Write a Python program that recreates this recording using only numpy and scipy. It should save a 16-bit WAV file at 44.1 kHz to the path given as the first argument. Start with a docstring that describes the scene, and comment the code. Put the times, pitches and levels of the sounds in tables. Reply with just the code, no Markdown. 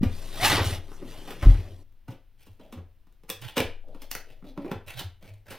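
"""A long cardboard box is tipped over on a workbench, dragged round and dropped flat: decaying sines give
its panel flexes, low resonances its hollow air, and random grains its friction and breaking fibres.
Fingers then pick at the end flap, which ticks, pops free, groans by stick-slip and rubs open.
A small workshop answers with dense decaying echoes over a quiet noise, heard by two close microphones."""
import sys
import numpy as np
from scipy import signal
from scipy.fft import rfft, irfft
from scipy.io import wavfile
from scipy.ndimage import uniform_filter1d, minimum_filter1d

SR = 44100
rng = np.random.default_rng(int(sys.argv[2]) if len(sys.argv) > 2 else 0)


def materialize(psi):
    """Save the field psi as 16-bit PCM at rate SR to the path in sys.argv[1].

    A 1-D psi becomes a single channel; in a 2-D psi each row is a channel.
    """
    bounded = np.clip(np.atleast_2d(psi).T, -1, 1)
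    quanta = np.round(bounded * 32767).astype(np.int16)
    wavfile.write(sys.argv[1], SR, quanta)


N = 246078
TIME = np.arange(N) / SR
FREQS = np.fft.rfftfreq(N, 1 / SR)

# Steady room noise. Each row: frequency in Hz, relative spectrum level in dB.
QUIET_COLOUR = [(30, 7), (100, -4.5), (160, -16.5), (400, -23.5), (1000, -30), (3000, -31.5), (7000, -42),
                (15000, -40)]
QUIET_DB = -56
# Slow sway of the long panels. Each row: time in seconds, level in dB.
SWAY_LEVELS = [(0, -27), (0.2, -32), (1.7, -43), (2.1, -52), (3.55, -54.5), (3.7, -34), (5.2, -54.5)]
SWAY_HZ = 17

# Heavy blows and soft pushes that flex a panel. Each row: start in seconds, peak in dB, flex rate in Hz,
# swell time in seconds.
PANEL_FLEXES = [(0.011, -16, 166, 0.0031), (0.028, -7, 223, 0.0063), (0.058, -15.5, 86.5, 0.0075),
                (1.429, -15.5, 73, 0.0038), (1.455, -0.5, 39.4, 0.016), (1.467, -3, 113, 0.0042),
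                (1.497, -9, 88, 0.0045), (1.571, -26.5, 85.2, 0.014), (1.699, -44, 91.3, 0.036),
                (2.082, -31, 122.6, 0.016), (2.487, -46, 97.5, 0.019), (2.726, -31.5, 237, 0.011),
                (2.755, -38.5, 89.8, 0.027), (3.305, -54, 100, 0.058), (3.594, -28, 110, .0089),
                (3.641, -30, 81, 0.0091), (4.15, -53.5, 101, 0.018), (4.746, -35, 100, .015),
                (5.037, -33, 94, 0.019), (5.278, -43, 100.3, 0.044)]
# The scraping box judders in a row of bumps that swell, fade and sink in pitch.
JUDDER_START_S, JUDDER_GAP_S, JUDDER_SWELL_S = 0.492, 0.057, 0.0065
JUDDER_DB, JUDDER_PEAK_S, JUDDER_WIDTH_S = -17.5, 0.61, 0.12
JUDDER_HZ, JUDDER_SAG_HZ_PER_S, JUDDER_SCATTER = 128, 180, 0.06
# Air in the box and its big panels. Each row: frequency in Hz, level in dB, 60 dB decay time in seconds.
BOX_RESONANCES = [(42, 2, .25), (86, 3.5, 0.33), (102, -2.5, .48), (140, -16, .34)]

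# Decay of the workshop echoes. Each row: frequency in Hz, 60 dB decay time in seconds.
ROOM_DECAY = [(100, 0.18), (400, 0.28), (2800, 0.33), (6000, 0.26), (13000, 0.2)]
# Left-right correlation of echoes and room noise. Each row: frequency in Hz, correlation from 0 to 1.
STEREO_LIKENESS = [(60, 1), (160, 0.97), (500, 0.97), (1500, 0.94), (4000, 1), (8000, 0.05), (14000, 0.021)]
# Spectrum of the echoes. Each row: frequency in Hz, gain in dB.
ECHO_COLOUR = [(3000, 0.0024), (12000, -3)]

# Box sliding on the bench. Each row: time in seconds, stroke level in dB, brightness in dB per weight.
SLIDE_MOTION = [(0.019, -53.5, -5), (0.15, -49.5, 3.9), (0.32, -46, 2.5), (0.4, -35, 1.5),
                (0.452, -16.5, 2.5), (0.49, -22, 3.5), (0.54, -19, -3.5), (0.61, -27.5, -7),
                (0.662, -32, 3.6), (0.754, -37.5, 1.5), (0.815, -58.5, -1), (0.96, -58, 6),
                (1.02, -55.5, -2), (1.1, -48, 0.8), (1.39, -52, 0.4), (1.45, -39.5, -1.9),
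                (1.639, -52.5, -1.5), (1.831, -68, 4.5)]
# The sliding edge rings higher as it gets brighter.
SLIDE_RING_HZ, SLIDE_RING_OCTAVES_PER_TILT = 2700, 0.21
# Spectrum of the dragging grains. Each row: frequency in Hz, relative level in dB.
DRAG_SPECTRUM = [(59, -28), (100, -6.5), (193, -8.5), (289, -9), (442, -12.5), (736, -16), (1330, -21),
                 (1580, -20.5), (3620, -21.5), (6200, -28.5), (8500, -29.5), (13500, -33), (16000, -40.5)]
# Body, rasp and hiss of the slide. Each row: brightness weight relative to the rasp, level at a
# moderate stroke in dB, rise in dB per dB of stroke.
SLIDE_LAYERS = [(-1, -41.5, .55), (0, -45, 1), (1, -50, 0.9638)]
# Limits of the body, rasp and hiss bands, in Hz.
FRICTION_EDGES = [85, 700, 5500, 16500]
# Panel rumble under friction: level at a moderate stroke in dB, rise in dB per dB of stroke; band in Hz.
SLIDE_RUMBLE, RUB_RUMBLE, RUMBLE_HZ = (-56.5, 1), (-52, 1), (82, 135)
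MODERATE_DB = -45

# Knocks, pops and ticks of the board. Each row: time in seconds, strength in dB, brightness in dB
# per weight, crumpling time in seconds, ring in Hz.
BOARD_SNAPS = [(0.032, -34.5, -2.5, 0.0085, 2480), (0.466, -38, -2.5, 0.0048, 2400),
               (0.525, -39, -11, 0.011, 3500), (0.88, -52, -4.5, 0.0097, 2600),
               (0.917, -47.5, -4, 0.0023, 2740), (1.024, -44.5, -9.5, 0.0068, 3200),
               (1.274, -41, -2, 0.028, 2630), (1.306, -42.5, -1, 0.01, 2400), (1.427, -34, -3, 0.01, 1760),
               (1.462, -36.5, -11.5, 0.0083, 1750), (1.924, -74, -1.5, 0.0013, 2590),
               (2.081, -43.5, -4, 0.015, 2900), (2.105, -46.5, -3, 0.019, 2910),
               (2.468, -55.5, -2.5, 0.007, 2850), (2.596, -51.5, -5, 0.0096, 2880),
               (2.725, -45.5, -2, 0.011, 2860), (2.773, -47.5, -5, 0.016, 2500),
               (3.07, -65, -3, 0.0067, 2790), (3.125, -72.5, -0.5, .0016, 2800),
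               (3.235, -57, -3, 0.0075, 2820), (3.293, -46, 0, 0.0035, 1500),
               (3.301, -43.5, 2.17, 0.0021, 1900), (3.416, -63.5, 2, .0069, 2400),
               (3.568, -26, -1.73, 0.011, 2800), (3.58, -29.5, -0.5, 0.0024, 2800),
               (3.603, -28, -1.5, 0.0031, 2850), (3.884, -61.5, -3, 0.0052, 2950),
               (3.946, -48, -4, 0.009, 2880), (4.019, -52.5, 0.63, 0.0084, 2780),
               (4.114, -50.5, 3.5, 0.0029, 5100), (4.151, -43.5, 1.3, 0.0041, 1570),
               (4.425, -53.5, -6, 0.0036, 3400), (4.442, -49, -5.5, 0.0083, 3520),
               (4.576, -38.5, -5.5, 0.0041, 3300), (4.646, -43, -8, 0.0047, 2700),
               (4.715, -31.5, -4, 0.0055, 2220), (4.993, -47, 1.5, 0.0089, 3860),
               (5.011, -45.5, -2, .0057, 3800), (5.226, -55, -2.4, .005, 3500),
               (5.245, -58, -3.5, 0.018, 2075), (5.505, -43.5, -0.53, 0.021, 1618)]
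# Hollow, knock, crack and tick of a snap. Each row: brightness weight, level at a moderate snap in dB,
# rise in dB per dB of snap.
SNAP_LAYERS = [(-0.86, -46.5, 0.97), (1, -43, 1.0961), (3.19, -43, 1.1249), (4.5, -45, 0.93)]
# Limits of the hollow, knock, crack and tick bands, in Hz.
SNAP_LIMITS = [130, 350, 1200, 5000, 16500]
# Resonances of the board. Each row: frequency in Hz, width in Hz, level in dB.
BOARD_RESONANCES = [(305, 76, -2), (495, 140, 2.5), (746, 100, -1.5), (933, 30, -22.5), (1621, 330, -9),
                    (2320, 550, -10), (2480, 1200, 3.5), (3400, 150, -9.5), (5800, 300, -37.5)]
BRITTLENESS = 4
BOX_LANDED_S = 1.85  # earlier snaps belong to the box, later ones to the fingers

# Stick-slip of an edge on the bench. Each row: time in seconds, pitch in Hz, level in dB.
SQUEAK_PATH = [(0.395, 612, -40.5), (0.412, 700.3, -32.5), (0.44, 751, -21.5), (0.468, 912, -25),
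               (0.5, 850, -35.5)]
SQUEAK_HARMONICS_DB = [2.5, -21.5, -1.5, -14.5, -11]  # from the fundamental up
# The flap groaning in its slot. Each row: time in seconds, pitch in Hz, level in dB.
GROAN_PATH = [(4.445, 320, -55), (4.47, 295.2, -46), (4.52, 252.7, -47), (4.565, 270.8, -64),
              (4.58, 304.2, -32.5), (4.62, 280, -37), (4.65, 289.7, -34.5), (4.68, 412, -37),
              (4.715, 400, -38)]
GROAN_HARMONICS_DB = [-1.5, -11, -19.5, -43]  # from the fundamental up

# Strokes of fingers and flap on the board. Each row: start in seconds, swell in seconds, release in
# seconds, stroke level in dB, brightness in dB per weight, ring in Hz.
RUB_STROKES = [(2.373, 0.038, 0.07, -58.5, 2, 2900), (2.584, 0.024, 0.066, -58, -2.5, 2900),
               (3.4, 0.076, 0.022, -36.5, 1, 2850), (3.83, 0.074, 0.098, -71, -4.5, 3500),
               (3.94, 0.11, 0.02, -59.5, -1.5, 3500), (4.249, 0.07, 0.037, -57, -1, 2900),
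               (4.44, 0.054, 0.013, -50, -1, 3900), (4.55, .14, 0.018, -51.5, -3, 2300),
               (4.862, 0.025, 0.046, -40, 1.5, 2500), (4.933, 0.073, 0.0083, -32.5, 1, 3900),
               (5.208, 0.064, 0.035, -48, 0, 2300), (5.453, 0.065, 0.049, -44.5, -0.5, 1700)]
RUB_SWELL_POWER = 0.94
# Spectrum of the rubbing grains. Each row: frequency in Hz, relative level in dB.
RUB_SPECTRUM = [(100, 4), (300, 6.5), (700, 7), (1200, -4.5), (1700, -0.5), (3900, -4), (7000, -13),
                (14000, -14.5)]
# Body, rasp and hiss of a rub. Each row: brightness weight relative to the rasp, level at a
# moderate stroke in dB, rise in dB per dB of stroke.
RUB_LAYERS = [(-4.5, -52, 0.66), (-0.5, -46.5, 1), (1, -54.5, .8)]

# Response of the microphones and their ports. Each row: frequency in Hz, gain in dB.
MICROPHONE_RESPONSE = [(4500, -3.0), (6200, -3), (7200, -6), (10000, -0.5), (12200, -5.0),
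                       (13500, 5.5), (16000, -1.5)]
EDGE_HZ = 16000


def gain_of(db):
    """Logarithmic level: decibels become an amplitude ratio."""
    return 10 ** (np.asarray(db) / 20)


def evened(x):
    """Power normalisation: the signal is scaled to an rms of one."""
    return x / np.sqrt(np.mean(x ** 2) + 1e-20)


def read(points, hz):
    """Interpolation on a logarithmic frequency axis."""
    table_hz, value = np.transpose(points)
    return np.interp(np.log(hz + 1), np.log(table_hz + 1), value)


def add(mix, s, sound):
    """Superposition: a sound is summed into the mix at time s."""
    part = mix[max(round(s * SR), 0):][:len(sound)]
    part += sound[:len(part)]


def band(x, lo, hi):
    """Causal band-pass filtering between two limits in Hz."""
    sections = signal.butter(N=3, Wn=[lo, hi], btype="band", fs=SR, output="sos")
    return signal.sosfilt(sections, x)


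def resonance(x, hz, q):
    """Simple resonator: a peak filter rings longer the higher its quality factor."""
    return signal.lfilter(*signal.iirpeak(hz, q, fs=SR), x)


def coloured(x, points):
    """Linear filtering: the spectrum is multiplied by a gain curve in dB."""
    return irfft(rfft(x) * gain_of(read(points, FREQS)), N)


def wander(rate_hz):
    """Low-passed Gaussian noise: a smooth random course of rms one, up to about the given rate."""
    smooth = np.exp(-(FREQS / rate_hz) ** 2)
    return evened(irfft(rfft(rng.standard_normal(N)) * smooth, N))


def paired(a, b):
    """Spatial coherence: two unrelated signals become a pair alike at low and apart at high frequencies."""
    same = np.clip(read(STEREO_LIKENESS, FREQS), -1, 1)
    right = irfft(same * rfft(a) + np.sqrt(1 - same ** 2) * rfft(b), N)
    return np.array([a, right])


def placed(x, lead_us, pan_db):
    """Time and level difference: a positive lead reaches the left first, a positive pan favours it."""
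    turn = np.exp(1j * np.pi * FREQS * lead_us / 1e6)  # half the lead for each side
    left = irfft(rfft(x) * turn, N) * gain_of(pan_db / 2)
    right = irfft(rfft(x) / turn, N) * gain_of(-pan_db / 2)
    return np.array([left, right])


def room_noise():
    """Stationary noise: shaped Gaussian noise with partial coherence between the microphones."""
    pair = paired(*rng.standard_normal((2, N)))
    return gain_of(QUIET_DB) * evened(coloured(pair, QUIET_COLOUR))


def sway():
    """Infrasonic radiation: long panels wobble near the lower limit of hearing and pump the air."""
    turns = np.cumsum(SWAY_HZ * (1 + 0.2 * wander(8))) / SR
    return evened(np.sin(2 * np.pi * turns)) * gain_of(np.interp(TIME, *np.transpose(SWAY_LEVELS)))


def judder_bumps(count=6):
    """Repeated impact: evenly spaced bumps under a bell-shaped envelope, sinking in pitch."""
    rows = []
    for s in JUDDER_START_S + JUDDER_GAP_S * np.arange(count):
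        db = JUDDER_DB - 20 / np.log(10) * ((s - JUDDER_PEAK_S) / JUDDER_WIDTH_S) ** 2
        hz = JUDDER_HZ - JUDDER_SAG_HZ_PER_S * (s - JUDDER_START_S)
        hz *= 1 + JUDDER_SCATTER * rng.uniform(-1, 1)
        rows.append((s, db, hz, JUDDER_SWELL_S))
    return rows


def panel_flexes():
    """Damped free vibration: a panel swings briefly after each blow or push and each judder bump."""
    out, t = np.zeros(N), np.arange(SR // 2) / SR
    for s, db, hz, swell in list(PANEL_FLEXES) + judder_bumps():
        u = t / max(swell, 0.002)
        envelope = (u * np.exp(1 - u)) ** 2  # reaches one at the swell time
        add(out, s, gain_of(db) * envelope * np.sin(2 * np.pi * hz * t))
    return out


def boom(x):
    """Modal resonance: the hollow box rings on in its lowest modes."""
    # ln 9 nearly equals the 2.2 that links quality factor to 60 dB decay time
    return sum(gain_of(db) * resonance(x, hz, hz * t60 / np.log(9)) for hz, db, t60 in BOX_RESONANCES)


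def workshop(x, gap_s=0.00052):
    """Diffuse reverberation: dense reflections off bench, walls and shelves, longest in the mid range."""
    taps = rng.choice([-1., 1.], (2, N)) * (rng.random((2, N)) < 5000 / SR)  # 5000 per second
    hz, t, z = signal.stft(paired(*taps)[:, :SR // 2], SR, nperseg=256)
    fade_db = -60 * t / read(ROOM_DECAY, hz)[:, None]
    tail = signal.istft(z * gain_of(fade_db), SR, nperseg=256)[1]
    # the direct sound leads: the tail is silent for half the gap, full after one and a half
    tail *= np.clip(np.arange(tail.shape[1]) / SR / gap_s - 0.5, 0, 1)
    wet = signal.fftconvolve(x[None], tail / np.linalg.norm(tail[0]), axes=1)[:, :N]
    return coloured(wet, ECHO_COLOUR)


def sliding():
    """Kinematics of sliding: level, brightness and ring pitch of the box's edge on the bench."""
    s, db, tilt = np.transpose(SLIDE_MOTION)
    stroke_db = np.interp(TIME, s, db, left=-200, right=-200)
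    tilt = np.interp(TIME, s, tilt)
    return stroke_db, tilt, SLIDE_RING_HZ * 2 ** (SLIDE_RING_OCTAVES_PER_TILT * tilt)


def contact(x, hz, width_hz=950, ring_db=1):
    """Time-varying resonance: the gripped patch adds a ring whose pitch follows hz."""
    turn = np.exp(2j * np.pi * np.cumsum(hz * np.ones(len(x))) / SR)
    r = np.exp(-np.pi * width_hz / SR)
    # shift the ring pitch to zero, low-pass, and shift back
    ring = 2 * (turn * signal.lfilter([1 - r], [1, -r], x / turn)).real
    return x + gain_of(ring_db) * ring


def patchy(x):
    """Local variation: each fresh spot of board favours other pitches for a few hundredths of a second."""
    z = signal.stft(x, nperseg=512)[2]
    over_pitch = uniform_filter1d(rng.standard_normal(z.shape), 3, 0)
    patches_db = 2.6 * evened(uniform_filter1d(over_pitch, 5, 1))
    return signal.istft(z * gain_of(patches_db), nperseg=512)[1][:N]


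def fibre_forces(count, spread_db):
    """Random micro-impacts: Gaussian forces whose strengths are scattered exponentially in dB."""
    return rng.standard_normal(count) * gain_of(spread_db * np.minimum(rng.exponential(1, count), 4))


def friction(motion, colour, bands, grains_per_s, spread_db, clump_db, clump_hz, ring_db, level_db):
    """Granular friction: fibres catch and let go; force raises the rasp more than the body and hiss."""
    stroke_db, tilt, ring_hz = motion
    sizes = fibre_forces(N, spread_db)
    grains = sizes * (rng.random(N) < grains_per_s / SR)
    grains = grains * gain_of(clump_db * wander(clump_hz))
    grains = contact(patchy(coloured(grains, colour)), ring_hz, ring_db=ring_db)
    out = np.zeros(N)
    for (weight, db, follow), lo, hi in zip(bands, FRICTION_EDGES, FRICTION_EDGES[1:]):
        part_db = db + follow * (stroke_db - MODERATE_DB) + tilt * weight
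        out += gain_of(part_db) * evened(band(grains, lo, hi))
    return gain_of(level_db) * out


def rumble(stroke_db, db, follow):
    """Forced vibration: uneven pressure shakes the panel under the stroke."""
    shaking = evened(band(rng.standard_normal(N), *RUMBLE_HZ))
    return shaking * gain_of(db + follow * (stroke_db - MODERATE_DB))


def board(x, direct_db):
    """Damped plate resonance: corrugated board rings beside the bare contact sound."""
    rings = sum(gain_of(db) * resonance(x, hz, hz / width) for hz, width, db in BOARD_RESONANCES)
    return rings + gain_of(direct_db) * x


def snaps(rows, level_db=-1.0, spread_db=4, direct_db=-7):
    """Brittle fracture: fibres strain, break, then crush in a fading spray that rings the board."""
    out, lead = np.zeros(N), SR // 50  # 20 ms of strain before the break
    t = np.arange(-lead, SR // 6) / SR
    strain = 0.25 * np.exp(-abs(t) / 0.005)
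    for s, db, tilt, crumple, ring_hz in rows:
        # quick, bright snaps start with a brittle break, slow or dull ones hardly at all
        brittle = BRITTLENESS * gain_of(tilt) * np.exp(-abs(crumple) / 0.004 - abs(t) / 0.0007)
        crushing = brittle + np.exp(-abs(t / crumple))
        force = fibre_forces(len(t), spread_db) * np.where(t < 0, strain, crushing)
        sound = contact(board(force, direct_db), ring_hz)
        for (weight, band_db, follow), lo, hi in zip(SNAP_LAYERS, SNAP_LIMITS, SNAP_LIMITS[1:]):
            part = band(sound, lo, hi)
            part_db = level_db + band_db + follow * (db - MODERATE_DB) + tilt * weight
            # part_db is the rms that the band would have if spread over 20 ms
            add(out, s + t[0], gain_of(part_db) * np.sqrt(lead) * part / np.linalg.norm(part))
    return out


def stick_slip(rows, harmonics_db, jitter, jitter_hz):
    """Stick-slip oscillation: an edge grips and slips at an unsteady pitch and strength."""
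    s, hz, db = np.transpose(rows)
    turns = np.cumsum(np.interp(TIME, s, hz) * (1 + jitter * wander(jitter_hz))) / SR
    tone = sum(gain_of(d) * np.sin(2 * np.pi * k * turns) for k, d in enumerate(harmonics_db, 1))
    flutter_db = 3 * wander(jitter_hz)
    return tone * gain_of(np.interp(TIME, s, db, left=-200, right=-200) + flutter_db)


def stroking():
    """Power summation: strokes swell and let go; the strongest dominates brightness and ring pitch."""
    start, swell, release, db, tilt, ring_hz = np.transpose(RUB_STROKES)[:, :, None]
    age = np.maximum(TIME - start, 0)
    rise = np.minimum(age / swell, 1) ** RUB_SWELL_POWER
    fall = np.exp(-np.clip((age - swell) / release, 0, 20))
    power = (gain_of(db) * rise * fall) ** 2 + 1e-20
    share = power / power.sum(0)
    return 10 * np.log10(power.sum(0)), (share * tilt).sum(0), (share * ring_hz).sum(0)


def scene():
    """Superposition of sources: box contacts reach the right first, hands the left; each stirs the air."""
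    flexes, slide, strokes = panel_flexes(), sliding(), stroking()
    knocks = snaps([row for row in BOARD_SNAPS if row[0] < BOX_LANDED_S])
    picks = snaps([row for row in BOARD_SNAPS if row[0] >= BOX_LANDED_S])

    drag = friction(slide, DRAG_SPECTRUM, SLIDE_LAYERS, grains_per_s=9000, spread_db=2.0,
                    clump_db=0.0, clump_hz=88, ring_db=-4.5, level_db=-1.5)
    drag += stick_slip(SQUEAK_PATH, SQUEAK_HARMONICS_DB, jitter=0.022, jitter_hz=242)
    rubs = friction(strokes, RUB_SPECTRUM, RUB_LAYERS, grains_per_s=3000, spread_db=1.0,
                    clump_db=4.0, clump_hz=69, ring_db=8.5, level_db=-1.5)
    rubs += stick_slip(GROAN_PATH, GROAN_HARMONICS_DB, jitter=0.041, jitter_hz=89.5)
    direct = placed(drag + knocks, lead_us=-26, pan_db=0.1)
    direct += placed(rubs + picks, lead_us=18, pan_db=-0.3)

    box_boom = boom(gain_of(1.5) * flexes + gain_of(4) * knocks)
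    hand_boom = boom(gain_of(-0.5) * (picks + rubs)) + rumble(strokes[0], *RUB_RUMBLE)
    bass = flexes + rumble(slide[0], *SLIDE_RUMBLE) + placed(sway(), lead_us=0, pan_db=6.0)
    bass += placed(box_boom, lead_us=0, pan_db=2.5) + placed(hand_boom, lead_us=0, pan_db=-15)

    # each place in the room has echoes of its own
    echoes = workshop(gain_of(-10.0) * drag + gain_of(0.5) * knocks + gain_of(-8.5) * flexes)
    echoes += workshop(gain_of(-3.5) * rubs) + workshop(picks)
    return direct + bass + echoes + room_noise()


def record(dry):
    """Transduction: microphone ports colour the sound, a limiter holds its peaks, a low-pass ends it."""
    heard = coloured(dry, MICROPHONE_RESPONSE)
    allowed = 0.95 / np.maximum(abs(heard).max(axis=0), 0.95)
    # hold the lowest gain over 900 samples, then smooth it
    heard = heard * uniform_filter1d(minimum_filter1d(allowed, size=900), size=900)
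    low_pass = signal.firwin(401, EDGE_HZ, window=("kaiser", 9), fs=SR)
    return signal.oaconvolve(heard, low_pass[None], "same")


dry = scene()
out = record(dry)
materialize(out)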